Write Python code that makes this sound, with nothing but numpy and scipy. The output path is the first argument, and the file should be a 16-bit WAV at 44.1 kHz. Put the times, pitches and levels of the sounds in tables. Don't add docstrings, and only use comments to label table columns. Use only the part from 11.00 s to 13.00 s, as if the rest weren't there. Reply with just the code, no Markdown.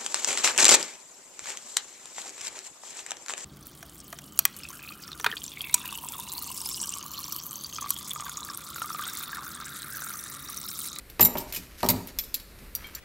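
import sys
import numpy as np
from scipy import signal
from scipy.fft import rfft, irfft
from scipy.io import wavfile
from scipy.ndimage import uniform_filter1d

SR = 44100
rng = np.random.default_rng(int(sys.argv[2]) if len(sys.argv) > 2 else 0)


def transcribe(signal):
    frames = np.atleast_2d(signal).T
    limited = np.clip(frames, -1, 1)
    pcm = np.round(limited * 32767).astype(np.int16)
    wavfile.write(sys.argv[1], SR, pcm)


N = 88200
T = np.arange(SR * 3 // 4) / SR

# start_s, click_db, tilt_db_per_octave, click_t60_s, ring_db, free_ring_s,
# handle_hz, handle_db
CLINK_EVENTS = [(.1952, -24, -4.5, 0.028, -49, 0.0018, 1800, -31),
                (.2078, -17.5, 1.5, 0.017, -12.5, 0.0029, 7300, -36),
                (0.2131, -18, -2.5, 0.019, -13.5, 0.0046, 3810, -33),
                (0.2279, -43, 7, .03, -12.5, 0.015, 3980, -37),
                (0.224, -23, -3, 0.025, -22, .004, 4670, -37),
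                (0.2493, -15, 2.5, 0.015, -14.5, 0.014, 5650, -29),
                (0.254, -20, -2, 0.022, -16.5, 0.013, 3860, -31),
                (.258, -37, 6, 0.038, -32, .006, 2150, -35),
                (.371, -34.5, -3, 0.083, -48, 0.0072, 3086, -40.5),
                (0.382, -36, -2.5, 0.074, -28.5, 0.0068, 8400, -52),
                (.402, -37.5, 0.5, 0.12, -60.5, 0.0043, 8080, -42.5),
                (0.5249, -25.5, -1.5, 0.015, -37.5, .012, 5030, -48),
                (.535, -39.5, -7.5, 0.091, -38, 0.0054, 9500, -39),
                (0.5469, -31, -1.5, 0.075, -35, .014, 2980, -37.5),
                (0.5621, -29.5, -2, 0.094, -36, 0.0084, 2483, -35),
                (0.8308, -20.5, -4.5, 0.006, -48, 0.0016, 4340, -42),
                (0.8428, -35, -2, 0.096, -48, .008, 5500, -38),
                (0.8627, -28, -3, 0.023, -57, .003, 5700, -52),
                (0.8879, -8.5, -1.5, 0.0089, -23, 0.0018, 4570, -25),
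                (0.8928, -11.5, 0.5, 0.0061, -48, .003, 2100, -32.5),
                (.9, -16.5, -0.5, 0.032, -23, 0.0036, 12200, -28),
                (.9035, -12, 12, 0.03, -32, 0.0058, 3690, -37),
                (.908, -26.5, -6.5, 0.02, -33, 0.011, 2073, -40)]
# start_s, click_db, tilt_db_per_octave, click_t60_s, ring_db, pinch_db,
# pitch1_hz, pitch2_hz, pitch3_hz
TICK_EVENTS = [(.099, -40, -1, 0.034, -67, -63, 2460, 4300, 5500),
               (1.073, -31, 3, 0.013, -46, -54, 4700, 7100, 13100),
               (1.1877, -13.5, -2, 0.0064, -31, -26.5, 3424, 5170, 12400),
               (1.195, -34, -2, 0.061, -34, -30, 4110, 5420, 13100),
               (1.238, -57, 6, 0.037, -43, -43, 3940, 5200, 10100),
               (1.3426, -16.5, 2.5, 0.018, -48, -28, 4180, 4560, 11240),
               (1.349, -29, -0.5, 0.033, -57, -30, 3900, 4400, 7400),
               (1.399, -41, -3, 0.036, -67, -46, 3970, 4480, 5320),
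               (1.7511, -17.5, 5.5, 0.012, -39, -31.5, 4640, 5800, 13150),
               (1.758, -25, 6, 0.017, -53, -33, 4790, 5760, 13350),
               (1.87, -42, 5, .02, -53, -54, 4900, 7300, 13300),
               (1.95, -30.5, 1.5, 0.01, -44, -33.5, 4570, 7430, 13700),
               (1.953, -29, 4, 0.011, -49, -35, 5870, 7180, 13500)]
# start_s, level_db, t60_s, pitch1_hz, pitch2_hz
LINGERING_TINES = (1.1877, -42, .4, 12062, 12100)
# mode_hz, level_db, t60_s
STEEL_MODES = [(3900, -21, .2), (5440, -27, .2), (7303, -9.5, .45), (8000, -31, .17), (10150, -22, .3),
               (10253, -14, .4), (12026, -8, .25), (12062, 0, .3), (12099, -1, .3), (12240, -7, .13),
               (12380, -6, .1), (12630, -10, .19), (13040, -13, .25), (13652, -13, .5), (15420, -14, .4)]
# freq_hz, relative_db_per_hz
CLINK_SPECTRUM = [(100, -26), (900, -16), (1600, -10.5), (2300, -3), (3200, -3.5), (4400, 1), (6500, -0.5),
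                  (8700, -2), (9800, -1), (10800, -4.5), (12300, 6.5), (14000, 3.5), (15600, -2.5)]
# freq_hz, relative_db_per_hz
TICK_SPECTRUM = [(100, -32), (900, -28), (1700, -14), (2300, -1), (3300, 0), (4200, -1), (5400, 2),
                 (6300, -4), (7400, -4), (8600, -8), (10200, 0), (10900, -4), (11800, 6), (13200, 7),
                 (14200, -2), (15600, -2)]
# delay_s, level_db
CLICK_ECHOES = [(.0031, -6.5), (.0058, -27), (.0087, -10.5), (0.0153, -13.5)]
HANDLE_T60_S, PINCH_T60_S = 0.07, 0.04
CLOTH_DAMP_T60_S, HAND_DAMP_T60_S = 0.071, 0.16
STEEL_RISE_S = 0.0012
STRIKE_SPREAD_DB = 1

# start_s, knock_db, tilt_db_per_octave, boom_db
KNOCK_EVENTS = [(0.1957, -16.5, 3.5, -34), (0.2077, -27, -2, -50), (.217, -32, -2, -32),
                (0.245, -46, -8, -45), (0.284, -35, -5.5, -50), (.3525, -22.5, 3.5, -45.5),
                (0.3632, -32.5, 2, -42), (0.371, -42, 2, -40), (.57, -46, 1, -43.5),
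                (0.8307, -15, 0.5, -36), (0.8417, -27, -2, -36), (.850, -24, -3.5, -37.5),
                (.888, -25.5, 3, -26.5), (.903, -28, -5.5, -28), (0.934, -39, -1, -34),
                (0.953, -46, -10, -36), (1.003, -41, -3.5, -44.5), (1.612, -65, -3, -51)]
# mode_hz, level_db, t60_s
WOOD_MODES = [(236.6, -9, .18), (382, -8, .11), (440, -.5, .038), (502, -3.5, .045), (610, -7, .09),
              (848, -11, .075), (922, -4.5, .045), (952, -1.5, .04), (1235, -11, .055), (1900, -10, .016)]
# mode_hz, level_db, t60_s
BOOM_MODES = [(61.3, -19, 0.25), (77.4, -4.5, 0.3), (105.2, -3, 0.39), (174.8, 2, 0.27), (249, 0, 0.33),
              (348, -12.5, 0.27)]
# freq_hz, relative_db_per_hz
RATTLE_SPECTRUM = [(40, -29), (120, -7), (230, -1.5), (340, -4), (480, 5), (720, -3), (960, -19.5),
                   (1100, -6.5), (1400, -17), (1900, -18), (2600, -24), (4000, -40.5), (9000, -47),
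                   (16000, -75)]
# freq_hz, relative_db_per_hz
THUMP_SPECTRUM = [(25, -33.5), (60, -2.5), (110, 1.5), (170, 0.5), (260, 4), (380, -6.5), (700, -27.5),
                  (2000, -68), (16000, -80)]
RATTLE_T60_S, RATTLE_RISE_S, RATTLE_DB = 0.07, 0.002, -4
THUMP_T60_S, BOOM_RISE_S, BOOM_DB = 0.13, 0.0029, -1
WOOD_RISE_CYCLES = 1.2

# start_s, level_db
CROCKERY_TOUCH = (1.8438, -37.5)
# mode_hz, level_db, t60_s
CROCKERY_MODES = [(2277, 0, .1), (3187, -3, .12), (4204, -13, .1)]

# start_s, length_s, level_db, tilt_db_per_octave
RUB_EVENTS = [(0.464, 0.079, -48.5, 1), (.55, .14, -51.5, 0), (0.676, 0.13, -56, -2),
              (0.775, 0.074, -44, 0), (0.913, 0.098, -48.5, -6), (1.062, 0.054, -47, -1.5),
              (1.222, 0.044, -47.5, 5), (1.357, 0.033, -49.5, 0), (1.578, 0.031, -56, -1),
              (1.731, 0.23, -48.5, -6), (1.924, 0.092, -48.5, -3.5)]
# freq_hz, relative_db_per_hz
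CLOTH_SPECTRUM = [(100, -3.5), (600, -20), (1300, 1), (2200, 4), (3500, 0), (5500, 2.5), (9000, -5),
                  (12500, 2.5), (16000, -30)]

# freq_hz, t60_s
ROOM_DECAY = [(60, 0.15), (250, 0.62), (1000, 0.5), (4000, 0.68), (8000, 0.62), (15000, 0.32)]
WET_WOOD_DB, WET_STEEL_DB = -5, -16.5
ROOM_RAMP_S = 0.009

# freq_hz, relative_db_per_hz
FLOOR_SPECTRUM = [(12, -22), (20, -0.5), (53, 2), (107, -11.5), (187, -11.5), (337, -14.5), (590, -18.5),
                  (780, -25.5), (1060, -22.5), (2320, -22), (3250, -29.5), (4060, -25.5), (6010, -33),
                  (14300, -27.5), (16000, -48)]
FLOOR_DB = -48.5
EDGE_HZ = 15900


def amp(db):
    return 10 ** (np.asarray(db) / 20)


def unit(x):
    return x / np.sqrt(np.mean(x ** 2) + 1e-20)


def read(points, hz):
    f, value = np.transpose(points)
    return np.interp(np.log(hz + 1), np.log(f + 1), value)


def fade(t, t60_s):
    return np.exp(-np.log(1000) * t / np.maximum(t60_s, 1e-3))


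def add(mix, start_s, sound):
    part = mix[max(round(start_s * SR), 0):][:len(sound)]
    part += sound[:len(part)]


def colour(x, points, tilt_db=0, pivot_hz=1000, size=2048):
    hz = np.fft.rfftfreq(size, 1 / SR)
    octaves = np.log2(np.maximum(hz / pivot_hz, 1 / 8))
    gain = unit(amp(read(points, hz) + tilt_db * octaves))
    cepstrum = irfft(np.log(gain + 1e-5))
    cepstrum[1:size // 2] *= 2
    cepstrum[size // 2 + 1:] = 0
    response = irfft(np.exp(rfft(cepstrum)))
    return signal.fftconvolve(x, response)[:len(x)]


def ring(modes, rise_cycles=0, spread_db=0):
    hz, db, t60_s = np.transpose(modes)[:, :, None]
    gain = amp(db + spread_db * rng.uniform(-1, 1, db.shape))
    build = 1 - np.exp(-hz * T / (rise_cycles + 1e-6))
    waves = gain * build * fade(T, t60_s) * np.sin(2 * np.pi * hz * T)
    return waves.sum(0) / np.sqrt(np.sum(gain ** 2) / 2)


def chatter(t60_s):
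    return rng.choice([-1., 1.], len(T)) * fade(T, t60_s)


def click(spectrum, tilt_db, t60_s):
    direct = colour(chatter(t60_s), spectrum, tilt_db, pivot_hz=7000)
    out = direct.copy()
    for delay_s, db in CLICK_ECHOES:
        add(out, delay_s, amp(db) * direct)
    return out


def clinks():
    out = np.zeros(N)
    rise = np.minimum(T / STEEL_RISE_S, 1)
    for start_s, click_db, tilt_db, t60_s, ring_db, free_s, handle_hz, handle_db in CLINK_EVENTS:
        crack = amp(click_db) * click(CLINK_SPECTRUM, tilt_db, t60_s)
        damping = fade(np.maximum(T - free_s, 0), CLOTH_DAMP_T60_S)
        steel = amp(ring_db) * ring(STEEL_MODES, spread_db=STRIKE_SPREAD_DB) * damping
        handle = amp(handle_db) * ring([(handle_hz, 0, HANDLE_T60_S)])
        add(out, start_s, crack + rise * (steel + handle))
    return out


def ticks():
    out = np.zeros(N)
    for start_s, click_db, tilt_db, t60_s, ring_db, pinch_db, *pitches_hz in TICK_EVENTS:
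        crack = amp(click_db) * click(TICK_SPECTRUM, tilt_db, t60_s)
        steel = amp(ring_db) * ring(STEEL_MODES, spread_db=STRIKE_SPREAD_DB) * fade(T, HAND_DAMP_T60_S)
        pinched = amp(pinch_db) * ring([(hz, 0, PINCH_T60_S) for hz in pitches_hz])
        add(out, start_s, crack + steel + pinched)
    return out


def tines():
    out = np.zeros(N)
    start_s, db, t60_s, *pitches_hz = LINGERING_TINES
    add(out, start_s, amp(db) * ring([(hz, 0, t60_s) for hz in pitches_hz]))
    return out


def table():
    out = np.zeros(N)
    rattle_rise = np.minimum(T / RATTLE_RISE_S, 1)
    boom_rise = np.minimum(T / BOOM_RISE_S, 1)
    for start_s, knock_db, tilt_db, boom_db in KNOCK_EVENTS:
        rattle = colour(chatter(RATTLE_T60_S), RATTLE_SPECTRUM, tilt_db, pivot_hz=600) * rattle_rise
        knock = amp(RATTLE_DB) * rattle + ring(WOOD_MODES, WOOD_RISE_CYCLES, STRIKE_SPREAD_DB)
        push = colour(chatter(THUMP_T60_S), THUMP_SPECTRUM)
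        thump = push + amp(BOOM_DB) * ring(BOOM_MODES)
        add(out, start_s, amp(knock_db) * knock)
        add(out, start_s, amp(boom_db) * thump * boom_rise)
    return out


def crockery():
    out = np.zeros(N)
    start_s, db = CROCKERY_TOUCH
    add(out, start_s, amp(db) * ring(CROCKERY_MODES))
    return out


def napkin(grain_db=3):
    out = np.zeros(N)
    for start_s, length_s, db, tilt_db in RUB_EVENTS:
        hiss, grains = rng.standard_normal((2, len(T)))
        grain_gain = amp(grain_db * unit(uniform_filter1d(grains, size=130)))
        grit = unit(colour(hiss * grain_gain, CLOTH_SPECTRUM, tilt_db, pivot_hz=3000))
        swell = np.sqrt(np.hanning(int(length_s * SR)))
        add(out, start_s, amp(db) * swell * grit[:len(swell)])
    return out


def room(x):
    hz, t, z = signal.stft(rng.standard_normal(len(T)), SR, nperseg=256)
    decayed = z * fade(t, read(ROOM_DECAY, hz)[:, None])
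    tail = signal.istft(decayed, SR, nperseg=256)[1][:len(T)]
    tail *= np.clip(T / ROOM_RAMP_S - .5, 0, 1)
    return signal.fftconvolve(x, tail / np.linalg.norm(tail))[:N]


def background(waver_db=1):
    hz = np.fft.rfftfreq(N, 1 / SR)
    noise = unit(irfft(rfft(rng.standard_normal(N)) * amp(read(FLOOR_SPECTRUM, hz)), N))
    waver = unit(uniform_filter1d(rng.standard_normal(N), size=3000))
    return amp(FLOOR_DB + waver_db * waver) * noise


def scene():
    steel = clinks() + ticks() + tines() + crockery() + napkin()
    wood = table()
    reverb = room(amp(WET_WOOD_DB) * wood + amp(WET_STEEL_DB) * steel)
    mix = wood + steel + reverb + background()
    return np.array([mix, mix])


def record(dry):
    lowpass = signal.firwin(255, EDGE_HZ, window=("kaiser", 9), fs=SR)
    return signal.oaconvolve(dry, lowpass[None], "same")


dry = scene()
out = record(dry)
transcribe(out)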